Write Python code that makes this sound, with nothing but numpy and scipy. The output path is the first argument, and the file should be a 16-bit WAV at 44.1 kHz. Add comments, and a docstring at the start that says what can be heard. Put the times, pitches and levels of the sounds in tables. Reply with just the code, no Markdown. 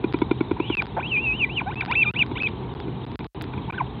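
"""An albatross at its nest on a windy headland claps its bill eight times, then points it skyward and gives six wavering cries.
The cries are a gliding harmonic whistle shaped by fixed resonances; wind rumbles underneath.
A narrow-band field camera picks it up: it folds high partials back down, clicks, and drops out for moments."""
import sys
import numpy as np
from scipy import signal
from scipy.fft import rfft, irfft
from scipy.io import wavfile
from scipy.ndimage import uniform_filter1d

SR = 44100
rng = np.random.default_rng(int(sys.argv[2]) if len(sys.argv) > 2 else 0)


def waveform_to_disk(signal):
    """Save audio, clipped to [-1, 1], as 16-bit WAV at the path in sys.argv[1]."""
    frames = np.transpose(np.atleast_2d(signal))
    scaled = np.clip(frames, -1, 1) * 32767
    samples = np.round(scaled).astype(np.int16)
    wavfile.write(sys.argv[1], SR, samples)


N = 176400

# cries, one table each (s, pitch Hz, effort dB)
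CRY_1 = [(0.555, 690, -18.5), (0.568, 880, -7.5), (0.585, 1430, -31), (0.6, 2450, -25),
         (0.692, 3360, -13.5), (0.721, 2950, -15), (0.726, 2870, -7.5), (0.751, 2620, -9.5), (0.78, 2580, -8.5), (0.801, 2340, -7),
         (0.811, 1710, -16), (0.822, 1350, -6), (0.828, 600, -11)]
CRY_2 = [(0.96, 387, -9.5), (0.981, 553, -2), (0.994, 900, -4), (1.01, 1507, -12), (1.026, 1976, -18.5), (1.029, 2470, -17.5), (1.061, 2794, -11),
         (1.081, 3346, -13), (1.112, 2960, -11.5), (1.12, 2733, -3.5), (1.17, 2376, -8), (1.189, 2463, -7.5), (1.216, 2730, -16.5), (1.242, 2764, -7.5),
         (1.27, 2577, -5.5), (1.324, 2520, -6.5), (1.355, 2864, -14.5), (1.378, 3150, -15), (1.412, 2720, -3.5), (1.445, 2312, -5),
         (1.452, 1976, -9), (1.487, 1976, -22), (1.502, 2600, -17), (1.55, 3213, -18.5), (1.577, 2800, -2),
         (1.597, 2288, -12), (1.607, 1400, -7), (1.615, 980, -2.5), (1.624, 588, -17.5)]
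CRY_3 = [(1.658, 695, -2.5), (1.7, 888, -8), (1.722, 1492, -15), (1.757, 2500, -23), (1.786, 2690, -16),
         (1.806, 2634, -14.5), (1.811, 2312, -3.5), (1.823, 1395, -9.5), (1.839, 654, -13)]
CRY_4 = [(1.868, 579, -12), (1.885, 818, -15.5), (1.91, 976, -3), (1.923, 1210, -1.5), (1.937, 1493, -11), (1.951, 2072, -7.5), (1.957, 2550, -3.5),
         (1.985, 2708, 0), (2.014, 2650, -0.5), (2.031, 2378, -0.5), (2.045, 1502, -17), (2.062, 1196, -6.5),
         (2.079, 1195, -4), (2.096, 1238, -8), (2.114, 1400, -20), (2.137, 1310, -19), (2.167, 2515, -10), (2.188, 2850, -9.5), (2.189, 3030, 1),
         (2.224, 2363, -0.5), (2.24, 984, -21)]
CRY_5 = [(2.351, 881, -6), (2.37, 1150, -16.5), (2.39, 1766, -14.5), (2.407, 2555, -15.5), (2.42, 2600, -5), (2.456, 2558, -8),
         (2.471, 2384, -7.5), (2.483, 1600, -22), (2.491, 907, -22.5)]
CRY_6 = [(3.675, 897, -9), (3.692, 875, -13.5), (3.702, 1183, -5.5), (3.726, 1182, -13), (3.742, 1510, -13.5), (3.756, 1750, -17), (3.775, 1765, -18),
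         (3.779, 1596, -4), (3.795, 1236, -10.5), (3.809, 1009, 5.5), (3.822, 660, -10)]
# resonances that the cries pass through (Hz, dB)
THROAT = [(400, -37), (650, -20.5), (800, -18.5), (1020, -16.5), (1220, -33), (1400, -22), (1520, -14.5), (1700, -28.5), (2050, -22.5), (2230, -16.5), (2360, -7), (2500, -12), (2700, -15), (2900, -16.5), (3250, -23), (3550, -20), (3800, -27), (4300, -48.5)]
# partials of the voice (multiple, dB)
PARTIALS_DB = [-0.5, -8.5, -20.5, -29]
JITTER, SHIMMER_DB = .0016, .35  # fixed
# hoarse onsets of the voice (s, length s, level dB)
CROAKS = [(0.964, 0.022, -23)]
CROAK_HZ = 175.7
CROAK_COLOUR = [(200, -6), (600, -2.5), (850, 12), (1100, -13.5), (1500, -4), (4000, -45)]  # (Hz, dB)
# bill claps (s, level of the hollow thump dB, level of the snap dB)
CLAPS = [(.0405, -2.5, -5.5), (.1405, -2, -4), (.217, -0.5, -2), (.311, -0.5, -2), (.407, -1.5, -4.5), (.511, -3, -6.5), (.599, -3.5, -7), (.699, -5, -7.5)]
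# soft bill taps while the bird settles and preens (s, thump dB, snap dB)
TAPS = [(2.314, -12, -14), (2.88, -12, -19.5), (3.205, -17, -14), (3.535, -34, -13), (3.576, -17, -14)]
# modes of the snap (Hz, dB, t60 s)
BILL = [(984, -18, 0.028), (1396, -24, 0.019), (2124, -32, 0.033), (2350, -25.5, 0.041), (3410, -39, 0.029)]
THUMP_HZ, THUMP_DB, THUMP_LAG_S, THUMP_RISE_S, THUMP_T60_S = 328, 7.5, 0.00078, 0.0036, 0.021
# wind and sea (Hz, dB per Hz)
WIND = [(24, -43), (45, -2), (141, -1), (264, -5.5), (415, -7.5), (458, -12.5), (592, -22), (895, -13), (1160, -20.5),
        (1300, -27.5), (1890, -31), (2590, -31), (3830, -35), (4400, -39), (5720, -75)]
WIND_DB, GUST_DB, FLICKER_DB = -32, -0.17, 0.8
# low buffets of wind (s, width s, dB)
BUFFETS = [(2.871, 0.024, -35.5)]
HUM_HZ, HUM_DB, HUM_WAVER = 124, -39.5, .025
# faint twittering in the treble
TWITTER_PER_S, TWITTER_HZ, TWITTER_SPREAD_HZ, TWITTER_S, TWITTER_SWEEP_HZ, TWITTER_DB = 75, 3350, 500, .015, 600, -52.5
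# dropouts of the camera (start s, length s, level of the clicks at both edges dB)
DROPOUTS = [(.126, .011, -25), (.752, .018, -24), (.857, .011, -29), (1.745, .012, -34), (1.851, .010, -22), (2.112, .026, -36), (2.424, .009, -23), (2.739, .011, -36), (3.051, .014, -36), (3.157, .035, -26), (3.267, .080, -38), (3.708, .016, -42)]  # fixed
# clicks of the camera (s, dB)
CLICKS = [(.189, -28.5), (.822, -16.5), (1.809, -19.5), (1.914, -15.5), (2.191, -28), (2.264, -28.5), (2.487, -29), (2.802, -24.5), (3.117, -32), (3.245, -28), (3.412, -22), (3.417, -24.5), (3.441, -25)]
SHARP_TICK_S, SHARP_TICK_DB = 3.423, -23  # fixed
CAMERA_RATE_HZ = 8000  # fixed
CAMERA_LOW_HZ, HISS_DB = 50.5, -85
CAMERA_BAND = [(3000, 0), (3900, 4), (4300, -6), (4700, -29.5), (5200, -52.5), (7000, -70.5)]  # (Hz, dB)
CLICK_BAND = [(300, -7.5), (1400, 8), (3500, -0.5), (4900, -6), (5700, -35.5), (10000, -52.5)]  # (Hz, dB)
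TOP_HZ = 15700  # fixed
CRY_ATTACK_S, CRY_RELEASE_S, GLIDE_S = 0.014, 0.006, .006
# stretches where the voice turns hoarse (s, width s, roughness 0-1)
HOARSE = [(.68, 0.037, 0.45), (1.171, 0.005, 0.65), (1.609, 0.015, 0.2), (3.71, 0.046, 0.3)]
ROUGH, ROUGH_HZ = 0.08, 750
FOLD_BAND = [(4000, -55.5), (4550, -18), (5000, -32.5), (5600, -57)]  # partials that fold back down (Hz, dB)
# brightness of each cry (dB per partial)
CRY_BRIGHT_DB = [-7, -3, -3, 3.5, 9, -6.5]
SWELL_S = .004  # fixed
DROP_EDGE_S = .001  # fixed
# the two contacts of a clap: the time between them and the crack of each
SHUT_LAG_S, CRACK_DB, CRACK_T60_S = .0032, -31.5, .014


def undb(db):
    """Decibels to gain."""
    return 10 ** (np.asarray(db) / 20)


def unit(x):
    """Scale to rms 1."""
    return x / np.sqrt(np.mean(x ** 2))


def response(hz, points):
    """Gain at a frequency, from (Hz, dB) points."""
    p = np.array(points, float)
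    return undb(np.interp(np.log(np.maximum(hz, 1)), np.log(p[:, 0]), p[:, 1]))


def colour(x, points):
    """Causal filter from (Hz, dB) points, so that its peaks ring."""
    cepstrum = irfft(np.log(response(np.arange(N + 1) * SR / (2 * N), points)))
    cepstrum[1:N] *= 2
    cepstrum[N + 1:] = 0
    return irfft(rfft(x, 2 * N) * np.exp(rfft(cepstrum)))[:N]


def band(x, lo_hz, hi_hz):
    """Band-pass."""
    return signal.sosfilt(signal.butter(2, [lo_hz, hi_hz], "band", fs=SR, output="sos"), x)


def smooth(x, seconds):
    """Moving average."""
    return uniform_filter1d(x, max(int(seconds * SR), 1), mode="nearest")


def walk(rate):
    """Slow chance with a spread of 1."""
    k = int(SR / rate)
    return unit(smooth(smooth(np.repeat(rng.standard_normal(N // k + 1), k)[:N], 1 / rate), 1 / rate))


def cry(table, bright_db):
    """A gliding, slightly rough whistle whose partials flare as they cross resonances; those above the camera's band fold back down."""
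    t = np.arange(N) / SR
    s, pitch, effort = np.array(table, float).T
    hz = smooth(np.interp(t, s, pitch), GLIDE_S) * (1 + JITTER * walk(300))
    gain = undb(smooth(np.interp(t, s, effort), SWELL_S) + SHIMMER_DB * walk(170))
    gain = gain * np.clip((t - s[0]) / CRY_ATTACK_S, 0, 1) * np.clip((s[-1] - t) / CRY_RELEASE_S + 1, 0, 1)
    rough = ROUGH + sum(r * np.exp(-.5 * ((t - at) / width) ** 2) for at, width, r in HOARSE)
    grain = (1 + rough * (walk(2 * ROUGH_HZ) + 1j * walk(2 * ROUGH_HZ))) / np.sqrt(1 + 2 * rough ** 2)
    on, voice, fold = gain > 0, np.zeros(N), np.zeros(N)
    phase = 2 * np.pi * np.cumsum(hz[on]) / SR
    for k, db in enumerate(PARTIALS_DB, 1):
        partial = undb(db + bright_db * (k - 1)) * (gain * grain)[on] * np.exp(1j * k * phase)
        voice[on] += partial.imag
        fold[on] += response(k * hz[on], FOLD_BAND) * (partial * np.exp(-2j * np.pi * CAMERA_RATE_HZ * t[on])).imag
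    return colour(voice, THROAT) + fold


def croaks():
    """Uneven throat pulses before the voice finds its pitch."""
    t = np.arange(N) / SR
    cycles = np.floor(np.cumsum(CROAK_HZ * (1 + .2 * walk(200))) / SR)
    rasp = unit(colour(unit(np.diff(cycles, prepend=0)) + 0.44 * rng.standard_normal(N), CROAK_COLOUR))
    return rasp * sum(undb(db) * np.sqrt(np.abs(np.sin(np.pi * np.clip((t - s) / length, 0, 1)))) for s, length, db in CROAKS)


def bill(events):
    """The mandibles touch, then shut, each time with a crack and a ring; the hollow of the closing bill thumps."""
    out, t = np.zeros(N + SR), np.arange(SR // 10) / SR
    late = np.maximum(t - THUMP_LAG_S, 0)
    for s, thump_db, snap_db in events:
        i = int(s * SR)
        for lag in (0, SHUT_LAG_S * (1 + .1 * rng.standard_normal())):
            detune = 1 + 0.025 * rng.standard_normal(len(BILL) + 1)
            ring = sum(undb(db + 2 * rng.standard_normal() - 60 * t / t60) * np.sin(2 * np.pi * hz * d * t) for (hz, db, t60), d in zip(BILL, detune))
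            crack = undb(CRACK_DB + 2 * rng.standard_normal() - 60 * t / CRACK_T60_S) * rng.standard_normal(len(t))
            j = i + int(lag * SR)
            out[j:j + len(t)] += undb(snap_db) * (ring + crack)
        thump = (1 - np.exp(-(late / THUMP_RISE_S) ** 2)) * undb(THUMP_DB - 60 * late / THUMP_T60_S) * np.sin(2 * np.pi * THUMP_HZ * detune[-1] * late)
        out[i:i + len(t)] += undb(thump_db) * thump
    return out[:N]


def wind():
    """Octave bands swell together and flicker alone, with a low buffet and a wavering hum."""
    t = np.arange(N) / SR
    noise, gust = rng.standard_normal(N), GUST_DB * walk(3)
    spectrum, hz = rfft(noise), np.arange(N // 2 + 1) * SR / N
    octave = np.clip(np.log2(np.maximum(hz, 1) / 32), 0, 7)  # fixed
    air = sum(irfft(spectrum * response(hz, WIND) * np.maximum(1 - abs(octave - k), 0), N) * undb(gust + FLICKER_DB * walk(20)) for k in range(8))
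    buffet = unit(band(rng.standard_normal(N), 150, 400)) * sum(undb(db) * np.exp(-.5 * ((t - s) / width) ** 2) for s, width, db in BUFFETS)
    hum = np.sin(2 * np.pi * np.cumsum(HUM_HZ * (1 + HUM_WAVER * walk(14))) / SR) * undb(1.3 * walk(7.1))
    return undb(WIND_DB) * unit(air) + buffet + undb(HUM_DB) * unit(hum)




def clicks():
    """Dull electrical clicks, alone and at both edges of each dropout, and one sharp tick."""
    spikes, tick = np.zeros(N), np.zeros(N)
    edges = [(at, db) for s, length, db in DROPOUTS for at in (s, s + length)]
    for s, db in CLICKS + edges:
        spikes[int(s * SR)] = undb(db) * SR / CAMERA_RATE_HZ
    tick[int(SHARP_TICK_S * SR)] = undb(SHARP_TICK_DB)
    return colour(spikes, CLICK_BAND) + tick


def twitter():
    """Tiny random chirps just above the hiss."""
    out, u = np.zeros(N + SR), np.linspace(0, 1, int(TWITTER_S * SR))
    for at, a, b, c in rng.random((int(TWITTER_PER_S * N / SR), 4)):
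        hz = TWITTER_HZ + TWITTER_SPREAD_HZ * (2 * a - 1) + TWITTER_SWEEP_HZ * (2 * b - 1) * (u - .5)
        i = int(at * N)
        out[i:i + len(u)] += (.5 + c) * np.sin(np.pi * u) * np.sin(2 * np.pi * np.cumsum(hz) / SR)
    return undb(TWITTER_DB) * out[:N]


def scene():
    """The bird over the wind."""
    cries = sum(cry(table, db) for table, db in zip((CRY_1, CRY_2, CRY_3, CRY_4, CRY_5, CRY_6), CRY_BRIGHT_DB))
    return (cries + croaks() + bill(CLAPS) + bill(TAPS) + wind() + twitter())[None]


def record(dry):
    """The camera mutes in each dropout, keeps a narrow band, cuts the deep bass and clicks."""
    live = np.ones(N)
    for s, length, _ in DROPOUTS:
        live[int(s * SR):int((s + length) * SR)] = 0
    x = colour(dry[0] * smooth(live, DROP_EDGE_S), CAMERA_BAND)
    x = signal.sosfilt(signal.cheby1(10, .5, 4900, fs=SR, output="sos"), x)  # fixed
    x = signal.sosfilt(signal.butter(6, CAMERA_LOW_HZ, "high", fs=SR, output="sos"), x)
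    x = x + clicks() + undb(HISS_DB) * rng.standard_normal(N)
    return signal.sosfilt(signal.ellip(8, .2, 70, TOP_HZ, fs=SR, output="sos"), x)[None]


dry = scene()
out = record(dry)
waveform_to_disk(out)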